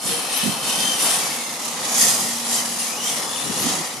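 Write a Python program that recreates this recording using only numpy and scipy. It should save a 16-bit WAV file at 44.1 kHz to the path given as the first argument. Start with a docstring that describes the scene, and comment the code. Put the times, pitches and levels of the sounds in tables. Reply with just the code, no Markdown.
"""Hard plastic tyres hiss and grate as small electric model cars drift round a concrete outdoor rink.
Each slide is a mass of tiny impacts, coloured by the body shells, over a low rolling roar.
Gears whine, motors zip up with the throttle, grit ticks on a chassis; the boards throw these back.
Gusts brush the microphone and something hums far away."""
import sys
import numpy as np
from scipy import signal
from scipy.fft import rfft, irfft
from scipy.io import wavfile
from scipy.ndimage import uniform_filter1d

SR = 44100
rng = np.random.default_rng(int(sys.argv[2]) if len(sys.argv) > 2 else 0)


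def digitize_waveform(pressure):
    """Quantize a signal to 16-bit integers and store it at the path in sys.argv[1].

    Rows of a 2-D input are taken as channels; values are limited to [-1, 1].
    """
    field = np.atleast_2d(pressure).T
    bounded = np.clip(field, -1, 1)
    quanta = np.round(bounded * 32767).astype(np.int16)
    wavfile.write(sys.argv[1], SR, quanta)


N = 176400
T = np.arange(N) / SR
HZ = np.fft.rfftfreq(N, 1 / SR)
SPUR_TEETH, GEAR_THROB, GEAR_WAVER = 68, 0.4, 0.024


def tyres():
    """Sliding tyres: bright hiss and lower grating, coloured by the shells, shaken by wheel chatter."""
    # hiss and grating envelopes: time_s, level_db
    hiss = [(0, -37.5), (.065, -24.5), (.15, -27), (.28, -31.5), (.37, -25.5), (.5, -27.5), (.6, -32.5),
            (.69, -25), (.97, -26.5), (1.03, -20), (1.16, -23.5), (1.4, -31), (1.6, -33), (1.65, -29.5),
            (1.78, -33.5), (1.95, -23.5), (2.0, -16), (2.05, -17), (2.13, -20.5), (2.44, -31), (2.55, -21),
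            (2.63, -27.5), (2.76, -30), (2.81, -26), (2.9, -29), (3.01, -33), (3.07, -24.5), (3.27, -31.5),
            (3.37, -31), (3.5, -30.5), (3.6, -28), (3.7, -26.5), (4, -37)]
    grating = [(0, -40), (.1, -29), (.26, -32.5), (.41, -26), (.6, -33.5), (.7, -27), (.96, -30),
               (1.07, -25.5), (1.45, -34.5), (1.77, -34), (2.04, -24.5), (2.2, -31), (2.43, -34),
               (2.55, -30), (2.7, -34.5), (2.84, -32.5), (2.97, -36.5), (3.1, -30.5), (3.3, -33.5),
               (3.52, -32.5), (3.68, -28), (4, -39)]
    # tyre spectra before and after the cars turn: freq_hz, density_db
    tyre_early = [(800, -30), (1500, -10.5), (2100, -7), (2900, -7), (4300, -7), (6000, -7.5), (7100, -10),
                  (8500, -5), (9600, -3.5), (10700, -5.5), (11900, -12), (13900, -19.5), (15000, -34)]
    tyre_late = [(800, -46), (1500, -13), (1800, -3.5), (2400, -5.5), (3200, -4), (4200, -4.5), (5000, -1),
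                 (6200, 0), (7400, -0.5), (8500, -3.5), (9400, 0), (10700, -3.5), (12100, -10.5),
                 (13200, -10), (14400, -32), (15000, -38)]
    # shell resonances before and after the turn: freq_hz, lift_db
    shell_early = [(2640, 5.5), (3090, 8), (3620, 6.5), (4220, 7.5), (4780, 1), (5330, 6.5)]
    shell_late = [(3930, 2), (4780, 1.5), (5200, 0), (6150, 2.5), (7820, 2), (9650, 4), (11800, 7.5)]
    # slide position: time_s, left_right_db
    side = [(0, -2), (.35, -0.5), (.9, -2), (1.05, 0), (1.4, -2), (3.2, 0)]
    turn_s, split_hz = (0.5, 1.66), 4760
    turn = np.interp(T, turn_s, (0, 1))
    highpass = 1 / (1 + (split_hz / (HZ + 1)) ** 8)
    early_colour = amp(spectrum(tyre_early) + shell(shell_early))
    late_colour = amp(spectrum(tyre_late) + shell(shell_late))
    rub = pair(grit)
    slides = np.zeros((2, N))
    for band, level_db in (highpass, curve(hiss) - 1), (1 - highpass, curve(grating) - 1.76):
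        early = coloured(rub, early_colour * band)
        late = coloured(rub, late_colour * band)
        slides += (early * (1 - turn) + late * turn) * amp(level_db)
    chatter_db = 0.78 * wander(rate_hz=54)
    return shimmer(slides * pan(curve(side))) * amp(chatter_db)


def grit(hits_per_s=6000, spread_db=2.8):
    """Tiny impacts of plastic on concrete over a smooth rub of equal power."""
    sizes = amp(spread_db * np.minimum(rng.exponential(1, N), 5))
    signs = np.sign(rng.random(N, dtype=np.float32) - 0.5)
    hits = sizes * signs * (rng.random(N) < hits_per_s / SR)
    return np.sqrt(0.5) * (unit(hits) + noise())


def shell(peaks, half_width_hz=70):
    """Lift in dB from body shell resonances."""
    return sum(db / (1 + ((HZ - hz) / half_width_hz) ** 2) for hz, db in peaks)


def shimmer(x, depth_db=2.3):
    """Narrow peaks come and go in the hiss as the cars move."""
    frames = signal.stft(x, nperseg=1024, noverlap=768)[2]
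    patches = uniform_filter1d(rng.standard_normal(frames.shape[1:]), size=3, axis=0)
    patches = uniform_filter1d(patches, size=24, axis=1)
    frames *= amp(depth_db * np.minimum(unit(patches), 2))
    return signal.istft(frames, nperseg=1024, noverlap=768)[1][:, :N]


def rolling():
    """Hollow roar of wheels under the body shells."""
    # roar envelope: time_s, level_db
    envelope = [(0.0, -39), (0.12, -35.5), (1.01, -33), (1.04, -29.5), (1.51, -38.5), (2.1, -31),
                (2.38, -38.5), (2.57, -33), (2.75, -38), (3.23, -34), (3.39, -37), (3.7, -31.5), (4.0, -41)]
    # roar spectrum: freq_hz, density_db
    colour = [(60, -35), (150, -8), (270, -2.5), (380, -8.5), (490, 0.5), (600, -2), (770, 2.5), (930, 0),
              (1250, -0.5), (1500, -8.5), (2000, -32), (4000, -40)]
    roar = coloured(pair(grit), amp(spectrum(colour)))
    return roar * amp(curve(envelope) + 1.5 + 0.37 * wander(rate_hz=50))


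def drives():
    """Gears, motors and chassis ticks of all cars, in mono."""
    # gear whine per run: time_s, mesh_hz, level_db, roughness
    first_run = [(.32, 3000, -37, 1), (.42, 3080, -33, 1), (.6, 3050, -45, 0.74), (.7, 3040, -30, 0.72),
                 (.76, 3040, -33, 0.55), (.785, 3125, -30, 0.4), (.82, 3100, -32, 0.45),
                 (.885, 3155, -27, 0.25), (.92, 3130, -28, 0.38), (1.0, 2860, -44, 0.9)]
    coast = [(1.2, 2343, -41.5, 0.79), (1.5, 2105, -46, .6), (1.7, 2010, -59, 0.54)]
    second_run = [(2.8, 1896, -47, 0.98), (2.96, 2574, -36, 0.73), (2.98, 2900, -39, 0.48),
                  (3.09, 3200, -33, .7), (3.14, 3370, -44, 0.52), (3.26, 3450, -41, 0.57),
                  (3.295, 3460, -37, .45), (3.43, 3550, -37.5, .5), (3.49, 3520, -52, 0.74)]
    # throttle blips: start_s, length_s, from_hz, top_hz, level_db
    blips = [(0.0, 0.13, 4600, 10500, -33), (.315, 0.095, 8700, 11300, -24), (.98, 0.089, 9000, 11700, -27),
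             (1.92, 0.1, 5160, 8100, -29), (2.462, .11, 3890, 7560, -41), (2.777, 0.077, 8650, 9800, -29),
             (3.02, 0.065, 5370, 6900, -39), (3.555, 0.097, 8300, 11660, -28)]
    # throttle dabs at steady speed: start_s, length_s, pitch_hz, level_db
    chirps = [(0.087, .13, 473, -44), (1.974, 0.092, 4880, -37), (2.2, 0.17, 1870, -48),
              (2.555, 0.053, 3100, -41.5), (2.765, 0.1, 2790, -44.5)]
    # stray grit on a chassis: start_s, level_db, ring_hz
    ticks = [(2.045, -23, 6970), (2.544, -18, 7370), (2.556, -17, 7350), (3.081, -21, 3560),
             (3.361, -23, 3000)]
    mix = sum(gears(run) for run in (first_run, coast, coast, second_run)) + whistle()
    for source, rows in (blip, blips), (chirp, chirps), (chirp, chirps), (tick, ticks):
        for row in rows:
            add(mix, *source(*row))
    return mix


def gears(run, rattle_hz=150, fade_s=0.017):
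    """Mesh tone, pure under load and rattling when slack, throbbing once per spur gear turn."""
    # mesh harmonics 1 to 3: level_db
    harmonics = (1.5, -3.5, -27)
    roughness = np.clip(curve(run, column=3), 0, 1)
    phase = spin(curve(run), GEAR_WAVER * roughness)
    depth = 1.3 * roughness
    rattle = 1 + depth * (wander(rattle_hz) + 1j * wander(rattle_hz)) / np.sqrt(2)
    tone = sum(amp(db) * (rattle * np.exp(1j * k * phase)).real for k, db in enumerate(harmonics, 1))
    throb = 1 + GEAR_THROB * np.sin(phase / SPUR_TEETH)
    whine = unit(tone * throb / np.hypot(1, depth))
    gate = np.clip(np.minimum(T - run[0][0], run[-1][0] - T) / fade_s, 0, 1)
    return whine * gate * amp(curve(run, column=2) + 0.5)


def blip(start_s, length_s, from_hz, top_hz, level_db, rasp_hz=380, release_s=0.036):
    """The wheels break loose and the motor zips raspily up to speed."""
    t = np.arange(0, length_s, 1 / SR)
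    pitch_hz = from_hz + (top_hz - from_hz) * np.sin(t / length_s * np.pi / 2)
    waver = 1 + 0.045 * wander(rasp_hz)[:len(t)]
    rattle = 1 + wander(rasp_hz)[:len(t)]
    phase = 2 * np.pi * np.cumsum(pitch_hz * waver) / SR
    envelope = np.sqrt(t / length_s) * np.clip((length_s - t) / release_s, 0, 1)
    return start_s, amp(level_db) * envelope * unit(np.sin(phase) * rattle)


def chirp(start_s, length_s, pitch_hz, level_db):
    """The gears sing briefly on one note."""
    t = np.arange(0, length_s, 1 / SR)
    phase = spin(pitch_hz, 0.8 * GEAR_WAVER)[:len(t)]
    envelope = np.sin(np.pi * t / length_s)
    throb = 1 + GEAR_THROB * np.sin(phase / SPUR_TEETH)
    return start_s, amp(level_db) * unit(envelope * np.sin(phase) * throb)


def whistle():
    """Thin, fuzzy whistle of fast motors."""
    # motor whistle: time_s, pitch_hz, level_db
    track = [(.3, 9600, -46), (.9, 9150, -50), (1.15, 9400, -29), (1.4, 9600, -70), (2.2, 9060, -39),
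             (2.45, 9660, -58), (3.31, 9700, -42), (3.39, 9760, -30), (3.7, 9590, -52)]
    tone = np.sin(spin(curve(track), waver=0.0162)) * wander(rate_hz=40)
    return unit(tone) * amp(curve(track, column=2))


def tick(start_s, level_db, ring_hz, decay_s=0.0041):
    """A grain strikes hard plastic."""
    t = T[:SR // 20]
    return start_s, amp(level_db) * np.sin(2 * np.pi * ring_hz * t) * np.exp(-t / decay_s)


def rink(x, wet_db=-8.5, t60_s=0.22, echoes_per_s=500):
    """Direct sound plus sparse reflections from the ground and boards."""
    t = T[:SR // 2]
    taps = rng.standard_normal((2, len(t))) * amp(-60 * t / t60_s)
    taps *= rng.random(taps.shape) < echoes_per_s / SR
    taps /= np.linalg.norm(taps, axis=1, keepdims=True)
    return x + amp(wet_db) * signal.fftconvolve(x[None], taps, axes=1)[:, :N]


def wind():
    """Lumpy buffeting on one microphone port or the other, with a few firm bumps."""
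    # wind envelope: time_s, level_db
    envelope = [(0, -63), (.06, -38), (.16, -46), (.3, -60), (.4, -45), (.47, -33), (.55, -44),
                (.78, -42.5), (.86, -40.5), (1.0, -49), (1.15, -46.5), (1.6, -51), (1.9, -46.5),
                (2.13, -40), (2.25, -39.5), (2.4, -54), (2.62, -46), (2.9, -52.5), (3.12, -47.5),
                (3.36, -52.5), (3.5, -38.5), (3.58, -37), (3.67, -35), (3.73, -40.5), (3.8, -35.5),
                (3.87, -55), (4, -39.5)]
    # eddy spectrum: freq_hz, density_db
    colour = [(20, -58), (40, -63), (70, -18), (110, -9), (170, 0), (240, 1), (300, -5), (400, -6),
              (800, -54), (2000, -65)]
    # port struck: time_s, left_right_db
    side = [(.25, 8), (.45, -11), (.55, -13), (.7, 5.5), (1.2, 0), (3.3, 3.5), (3.5, 9), (3.66, -9)]
    # air puffs: centre_s, level_db, pitch_hz
    puffs = [(0.439, -21, 201), (0.462, -18, 245), (0.48, -17, 231), (0.496, -21, 180), (0.86, -28, 216),
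             (3.501, -23, 232), (3.669, -20, 254)]
    bumps = np.zeros(N)
    for row in puffs:
        add(bumps, *bump(*row))
    eddies = coloured(pair(noise), amp(spectrum(colour)))
    gust_db = curve(envelope) + 3.5 + 1.5 * wander(rate_hz=23)
    return (bumps + eddies * amp(gust_db)) * pan(curve(side))


def bump(centre_s, level_db, pitch_hz, width_s=0.0055):
    """One short low puff of air."""
    t = np.arange(-4 * width_s, 4 * width_s, 1 / SR)
    tone = np.sin(2 * np.pi * (pitch_hz * t + rng.random()))
    return centre_s + t[0], amp(level_db) * tone * np.exp(-(t / width_s) ** 2)


def hum(pitch_hz=236):
    """A far-off tone that swells and fades."""
    # hum envelope: time_s, level_db
    envelope = [(0, -59), (1.0, -46.5), (1.3, -49), (1.85, -45), (2.15, -38.5), (2.65, -38), (2.95, -47),
                (4, -59)]
    tone = unit(np.sin(spin(pitch_hz, waver=0.0061)))
    return tone * amp(curve(envelope) + 1.2 * wander(rate_hz=19))


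def pair(source):
    """Spectra of a random source at two partly alike microphones."""
    # channel likeness: freq_hz, correlation
    likeness = [(110, .5), (200, 1), (700, 0.82), (1280, .35), (4380, 0.4), (8080, 0.23)]
    # channel balance: freq_hz, left_right_db
    balance = [(130, -0.5), (170, 3), (220, 1), (290, 5), (640, 0), (1820, 6), (2370, 1.5), (3080, 4),
               (4010, 2), (5210, 1.5), (6780, -5), (8820, 1), (11500, 5), (14900, 1)]
    common, left, right = rfft(np.array([source() for _ in range(3)]))
    share = np.clip(spectrum(likeness), 0, 0.98)
    spectra = np.sqrt(share) * common + np.sqrt(1 - share) * np.array([left, right])
    return spectra * pan(spectrum(balance))


def coloured(spectra, colour):
    """Filtered stereo sound whose channel mean has rms 1."""
    x = irfft(spectra * colour, N)
    return x / x.mean(0).std()


def spin(hz, waver):
    """Phase of an unsteadily turning part."""
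    return 2 * np.pi * np.cumsum(hz * (1 + waver * wander(rate_hz=115))) / SR


def wander(rate_hz):
    """Random drift of rms 1, rolling off above rate_hz."""
    t = T[::32]
    hz = np.fft.rfftfreq(8192, 32 / SR)
    slow = irfft(rfft(rng.standard_normal(8192)) / (1 + (hz / rate_hz) ** 4) * (hz > 1))
    return np.interp(T, t, unit(slow[:len(t)]))


def noise():
    """White noise."""
    return rng.standard_normal(N, dtype=np.float32)


def curve(rows, column=1):
    """One column of a time table at every sample."""
    rows = np.array(rows)
    return np.interp(T, rows[:, 0], rows[:, column])


def spectrum(rows):
    """A frequency table at every bin."""
    hz, value = np.transpose(rows)
    return np.interp(np.log(HZ + 1), np.log(hz + 1), value)


def amp(db):
    """Decibels to gain."""
    return 10 ** (np.asarray(db) / 20)


def unit(x):
    """Scales to rms 1."""
    return x / np.sqrt(np.mean(x ** 2) + 1e-20)


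def pan(left_right_db):
    """Left and right gains."""
    return amp(np.array([left_right_db, -left_right_db]) / 2)


def add(mix, start_s, sound):
    """Mixes a sound in at start_s."""
    part = mix[max(round(start_s * SR), 0):][:len(sound)]
    part += sound[:len(part)]


def scene():
    """Cars, wind and hum; the drives sit to the left."""
    motors = drives()
    return tyres() + rolling() + rink(motors) * pan(left_right_db=8.0)[:, None] + wind() + hum()


def record(dry):
    """Low-pass at 14.7 kHz."""
    lowpass = signal.firwin(301, 14700, window=("kaiser", 9), fs=SR)
    return signal.oaconvolve(dry, lowpass[None], "same")


dry = scene()
out = record(dry)
digitize_waveform(out)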